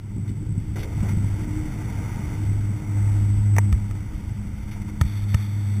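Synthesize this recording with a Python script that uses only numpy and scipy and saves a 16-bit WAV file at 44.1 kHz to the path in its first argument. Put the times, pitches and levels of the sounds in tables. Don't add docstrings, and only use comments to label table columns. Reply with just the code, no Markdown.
import sys
import numpy as np
from scipy import signal
from scipy.fft import rfft, irfft
from scipy.io import wavfile
from scipy.ndimage import uniform_filter1d

SR = 44100
rng = np.random.default_rng(int(sys.argv[2]) if len(sys.argv) > 2 else 0)


def elevation(decibels):
    levels = np.asarray(decibels, float)
    return 10 ** (levels / 20)


def materialize(psi):
    bounded = np.clip(np.atleast_2d(psi).T, -1, 1)
    quanta = np.round(bounded * 32767).astype(np.int16)
    wavfile.write(sys.argv[1], SR, quanta)


N = 255780


def evened(x):
    return x / np.sqrt(np.mean(x ** 2) + 1e-20)


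def curve(rows, column=1):
    rows = np.array(rows)
    return elevation(np.interp(np.arange(N) / SR, rows[:, 0], rows[:, column], -120, -120))


def wander(top_hz):
    rate_hz, settle = 1000, 400
    noise = rng.standard_normal(N // 44 + 500)
    slow = signal.lfilter(*signal.butter(2, top_hz, fs=rate_hz), noise)[settle:]
    return np.interp(np.arange(N) / SR, np.arange(len(slow)) / rate_hz, evened(slow))


def coloured(x, gain):
    return evened(irfft(rfft(x) * gain, N))


def lumpy_noise(lumps_db, lumps_hz):
    return rng.standard_normal(N) * elevation(lumps_db * wander(lumps_hz))


def shaped(points, lumps_db, lumps_hz):
    hz = np.fft.rfftfreq(N, 1 / SR)
    f, db = np.transpose(points)
    spectrum_db = np.interp(np.log(hz + 1), np.log(f + 1), db)
    return coloured(lumpy_noise(lumps_db, lumps_hz), elevation(spectrum_db))


def peaks_gain(peaks, hz):
    return np.sqrt(sum(elevation(2 * db) / (1 + (2 * (hz - f) / w) ** 2) ** 2.01 for f, w, db in peaks))


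# centre in Hz, width in Hz, relative level in dB.
CASE_PEAKS = [(430, 356, 0), (702, 200, -3), (913, 257, 3), (1400, 1400, -3), (2090, 390, 0),
              (2940, 100, -12.5), (3620, 770, -13.5)]
# centre in Hz, width in Hz, depth from 0 to 1.
CASE_NOTCHES = [(1070, 98, 0.52), (1730, 143, 0.59)]


def case_gain(hz, tilt_db):
    dips = np.prod([1 - np.clip(depth, 0, 1) * np.exp(-((hz - f) / w) ** 2)
                    for f, w, depth in CASE_NOTCHES], axis=0)
    tilt = elevation(tilt_db * np.log2(np.maximum(hz, 400) / 1000))
    return dips * peaks_gain(CASE_PEAKS, hz) * tilt


def burst(noise, tilt_db):
    return evened(irfft(rfft(noise) * case_gain(np.fft.rfftfreq(len(noise), 1 / SR), tilt_db)))


def crack(noise, tilt_db, t):
    return burst(noise, tilt_db) * (1 - np.exp(-t / 0.00099)) * elevation(-60 * t / 0.014)


def ringing(modes, t):
    rise = 1 - np.exp(-t / 0.00045)
    return rise * sum(elevation(db - 60 * t / t60) * np.sin(2 * np.pi * hz * t) for hz, db, t60 in modes)


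def add(mix, start_s, sound):
    part = mix[round(start_s * SR):][:len(sound)]
    part += sound[:len(part)]


# time in seconds, level in dB before the nodes.
HUM_LEVEL = [(0.0, -34), (0.39, -25.5), (0.77, -22.5), (1.05, -21.5), (1.3, -20.5), (1.6, -24), (2.1, -29),
             (2.5, -19.5), (2.74, -22.5), (3.0, -17), (3.41, -18), (3.56, -14), (3.8, -22), (3.95, -24.5),
             (4.36, -24), (4.7, -32), (5.05, -34), (5.15, -25), (5.35, -21.5), (5.45, -25.5), (5.8, -20.5)]
# time in seconds, second partial in dB, third partial in dB, before flutter.
OVERTONE_LEVELS = [(0.0, -49, -58.5), (0.4, -44, -47.5), (0.85, -44.5, -45.5), (1.11, -36.5, -47.5),
                   (1.6, -47.5, -36.5), (1.95, -41, -46.5), (2.6, -46, -45.5), (3.55, -35.5, -41),
                   (3.75, -33.5, -56), (4.0, -49.5, -45.5), (4.45, -38, -61), (4.95, -40, -47.5),
                   (5.35, -38, -60), (5.48, -43, -48.5), (5.8, -36.5, -59)]
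# time in seconds, half width in seconds, depth in dB.
HUM_NODES = [(0.45, 0.054, -32), (0.66, 0.071, -20), (0.87, 0.14, -24), (1.44, 0.13, -30),
             (1.71, 0.13, -35), (2.28, 0.12, -25), (2.83, 0.12, -28), (4.16, 0.3, -50), (4.46, 0.044, -17),
             (4.59, 0.11, -9)]
HUM_HZ, UNDER_DRIVE_S = 101.66, 1.55


def hum():
    t = np.arange(N) / SR
    nodes = []
    for s, half_width_s, depth_db in HUM_NODES:
        x = (t - s) / half_width_s
        nodes.append((x + 1j * np.sign(s - UNDER_DRIVE_S) * elevation(depth_db)) / np.sqrt(1 + x ** 2))
    levels = [curve(HUM_LEVEL) * np.prod(nodes, axis=0),
              curve(OVERTONE_LEVELS), curve(OVERTONE_LEVELS, column=2)]
    out = np.zeros(N)
    for k, level in enumerate(levels):
        waver_rad = (0.3 + 0.3 * k) * wander(2.5 + 0.7 * k)
        flutter_db = min(k, 1) * 2.96 * wander(8.0)
        phase_rad = 2 * np.pi * (k + 1) * HUM_HZ * t + waver_rad
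        out += np.sqrt(2) * (level * elevation(flutter_db) * np.exp(1j * phase_rad)).imag
    return out


# time in seconds, body in dB, deepest shudder in dB.
RUMBLE_LEVELS = [(0.0, -41.5, -38), (0.2, -33.5, -39), (0.43, -32.5, -33.5), (0.53, -32, -34.5),
                 (0.92, -38, -31), (1.1, -27, -29), (1.45, -32, -28), (1.8, -31, -33), (2.0, -31.5, -32),
                 (2.6, -31, -29.5), (2.9, -34.5, -36.5), (3.15, -34.5, -29), (3.7, -33.5, -32),
                 (4.1, -37.5, -33), (4.8, -38, -32), (5.2, -40, -37.5), (5.8, -37.5, -44)]
# frequency in Hz, relative density in dB per Hz.
BODY_SPECTRUM = [(44, -64), (75, -21), (113, 2.5), (263, -12), (312, -13), (399, -23.5), (600, -37),
                 (780, -78), (1320, -120)]
# frequency in Hz, relative density in dB per Hz.
SHUDDER_SPECTRUM = [(8, -37), (18, -2), (30, -1), (55, 0.4), (85, 2), (130, -43)]


def rumble():
    body = curve(RUMBLE_LEVELS) * shaped(BODY_SPECTRUM, lumps_db=1.0, lumps_hz=28.0)
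    shudder = curve(RUMBLE_LEVELS, column=2) * shaped(SHUDDER_SPECTRUM, lumps_db=1.75, lumps_hz=6.3)
    return body + shudder


# time in seconds, level in dB.
WHIRR_LEVEL = [(0.0, -57.5), (0.3, -55), (0.75, -55.5), (0.8, -51), (0.9, -48), (1.44, -46.5),
               (2.15, -42.5), (2.57, -48), (3.09, -45), (3.33, -48.5), (4.39, -51.5), (5.8, -49.5)]
WHIRR_TILT_DB_PER_OCTAVE = 0.47


def whirr():
    gain = case_gain(np.fft.rfftfreq(N, 1 / SR), WHIRR_TILT_DB_PER_OCTAVE)
    return curve(WHIRR_LEVEL) * coloured(lumpy_noise(0.67, 32.0), gain)


# start in seconds, peak in dB, pitch in Hz.
JOLTS_AND_BOUNCES = [(0.159, -20.5, 186), (.176, -20.5, 198), (0.294, -20.5, 188), (0.31, -21, 170),
                     (0.498, -21, 126), (0.516, -22, 120), (0.571, -13.5, 133), (0.967, -13, 110),
                     (1.024, -12.5, 141), (1.099, -16, 148), (1.164, -10, 118), (1.237, -21, 136),
                     (5.039, -13.5, 90.5), (5.051, -17.5, 75)]


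def jolts_and_bounces():
    out, t = np.zeros(N), np.arange(4096) / SR
    for s, db, hz in JOLTS_AND_BOUNCES:
        cycles = hz * t - 1.2
        add(out, s, elevation(db) * np.exp(-(cycles / 0.45) ** 2) * np.cos(2 * np.pi * cycles))
    return out


# start in seconds, level in dB before the envelope, decay in seconds, tilt in dB per octave.
SHORT_SCRAPES = [(0.274, -50, 0.04, 10), (0.756, -39.5, 0.22, -20), (0.757, -39.5, 0.049, 3),
                 (0.789, -41, 0.037, 12), (0.829, -36, 0.018, 5), (0.872, -46, 0.01, -16),
                 (0.973, -43, 0.022, -10), (1.004, -39.5, 0.0087, 2), (1.026, -37.5, 0.051, -2.5),
                 (1.084, -39.5, 0.04, 2.5), (2.967, -41.5, 0.017, -1), (4.628, -44.5, 0.0092, 7),
                 (4.676, -44, 0.017, 2.5), (4.71, -44, 0.041, 8), (4.814, -43.5, 0.012, 4),
                 (4.757, -46, 0.022, -0.5), (4.879, -45, 0.03, 1.5)]
BITE_S, FIRM_DB = 0.0014, -38


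def scrapes():
    out, t = np.zeros(N), np.arange(8192) / SR
    noises = rng.standard_normal((len(SHORT_SCRAPES), 8192))
    for (s, db, length_s, tilt_db), noise in zip(SHORT_SCRAPES, noises):
        grit = elevation(1.34 * evened(uniform_filter1d(noise[::-1], size=130)))
        bite = 1 - np.exp(-t / (BITE_S * elevation(FIRM_DB - db)))
        stroke = grit * bite * np.exp(-(t / length_s) ** 1.6)
        add(out, s, elevation(db) * stroke * burst(noise, tilt_db))
    return out


# start in seconds, level in dB.
BAR_CLACKS = [(3.5646, -23), (3.5835, -14.5)]
# frequency in Hz, relative level in dB, t60 in seconds.
BAR_MODES = [(930, -4, 0.02), (1920, 2, 0.012), (1405, -4.5, 0.013), (1150, -3.5, 0.012),
             (2360, -42, 0.0046)]
BAR_CRACK_DB, BAR_TILT_DB_PER_OCTAVE = 5.5, -1
BOUNCE_S, BOUNCE_DB = 0.0044, -5


def clacks():
    out, t = np.zeros(N), np.arange(4096) / SR
    ring = ringing(BAR_MODES, t)
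    for (s, db), noise in zip(BAR_CLACKS, rng.standard_normal((len(BAR_CLACKS), 4096))):
        landing = elevation(BAR_CRACK_DB) * crack(noise, BAR_TILT_DB_PER_OCTAVE, t) - ring
        add(out, s, elevation(db) * landing)
        add(out, s + BOUNCE_S, -elevation(db + BOUNCE_DB) * ring)
    return out


def thump(thump_hz, t):
    cycles = thump_hz * t
    turns = cycles + 0.5 * (1 - np.exp(-cycles / 0.5))
    return cycles / 0.26 * np.exp(1 - cycles / 0.42) * np.sin(2 * np.pi * turns)


# start in seconds, crack in dB before its envelope (the ring follows it),
# crack tilt in dB per octave, thump scale in dB, thump pitch it sags to in Hz.
SKI_SLAPS = [(3.726, -24, 5, -11, 53.8), (3.91, -34, 5, -37, 77.5), (3.953, -40, -6, -39, 79),
             (5.012, -14, 7, -10, 72), (5.344, -18, 6.5, -13, 70)]
# frequency in Hz, relative level in dB, t60 in seconds.
SKI_MODES = [(1277, 1.5, 0.018), (1810, -2, 0.022), (660, -6, 0.017), (967, -3, 0.02), (2350, -3, 0.017),
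             (3650, -1.5, 0.0058)]
SKI_RING_DB = -3


def knocks():
    out, t = np.zeros(N), np.arange(4096) / SR
    ring = elevation(SKI_RING_DB) * ringing(SKI_MODES, t)
    noises = rng.standard_normal((len(SKI_SLAPS), 4096))
    for (s, crack_db, tilt_db, thump_db, thump_hz), noise in zip(SKI_SLAPS, noises):
        slap = elevation(crack_db) * (crack(noise, tilt_db, t) + ring)
        add(out, s, slap + elevation(thump_db) * thump(thump_hz, t))
    return out


# start in seconds, end in seconds, level in dB.
GLIDE_STROKES = [(5.03, 5.251, -49), (5.28, 5.352, -47.5), (5.358, 5.471, -47), (5.474, 5.794, -52.5)]
# centre in Hz, width in Hz, relative level in dB.
SNOW_BANDS = [(3560, 550, 1.5), (2100, 710, 1.5), (1280, 300, -3)]
GLIDE_RISE_S, GLIDE_FALL_S = 0.012, 0.0098


def glide():
    t = np.arange(N) / SR
    strokes = np.zeros(N)
    for start_s, end_s, db in GLIDE_STROKES:
        rise = (1 + np.tanh((t - start_s) / GLIDE_RISE_S)) / 2
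        fall = (1 - np.tanh((t - end_s) / GLIDE_FALL_S)) / 2
        strokes += elevation(db) * rise * fall
    gain = peaks_gain(SNOW_BANDS, np.fft.rfftfreq(N, 1 / SR))
    return strokes * coloured(lumpy_noise(0.43, 36.0), gain)


def scene():
    machinery = hum() + rumble() + whirr()
    blows = jolts_and_bounces() + clacks() + knocks()
    return (machinery + blows + scrapes() + glide())[None]


def roll_off(x):
    return signal.sosfilt(signal.butter(12, 16520, fs=SR, output="sos"), x)


def record(dry):
    held_hz, out_hz = 8000, 48000
    low_pass = signal.firwin(201, 3780.0, window=("kaiser", 3.0), fs=SR)
    smooth = signal.oaconvolve(dry[0], low_pass, "same")
    sampled = signal.resample(smooth, N * held_hz // SR)
    held = np.repeat(sampled, out_hz // held_hz)
    back = signal.resample_poly(held, 147, 160)[:N]
    band_limit = signal.firwin(511, 15400.0, window=("kaiser", 8), fs=SR)
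    limited = signal.oaconvolve(back, band_limit, "same")
    return roll_off(limited[None])


dry = scene()
out = record(dry)
materialize(out)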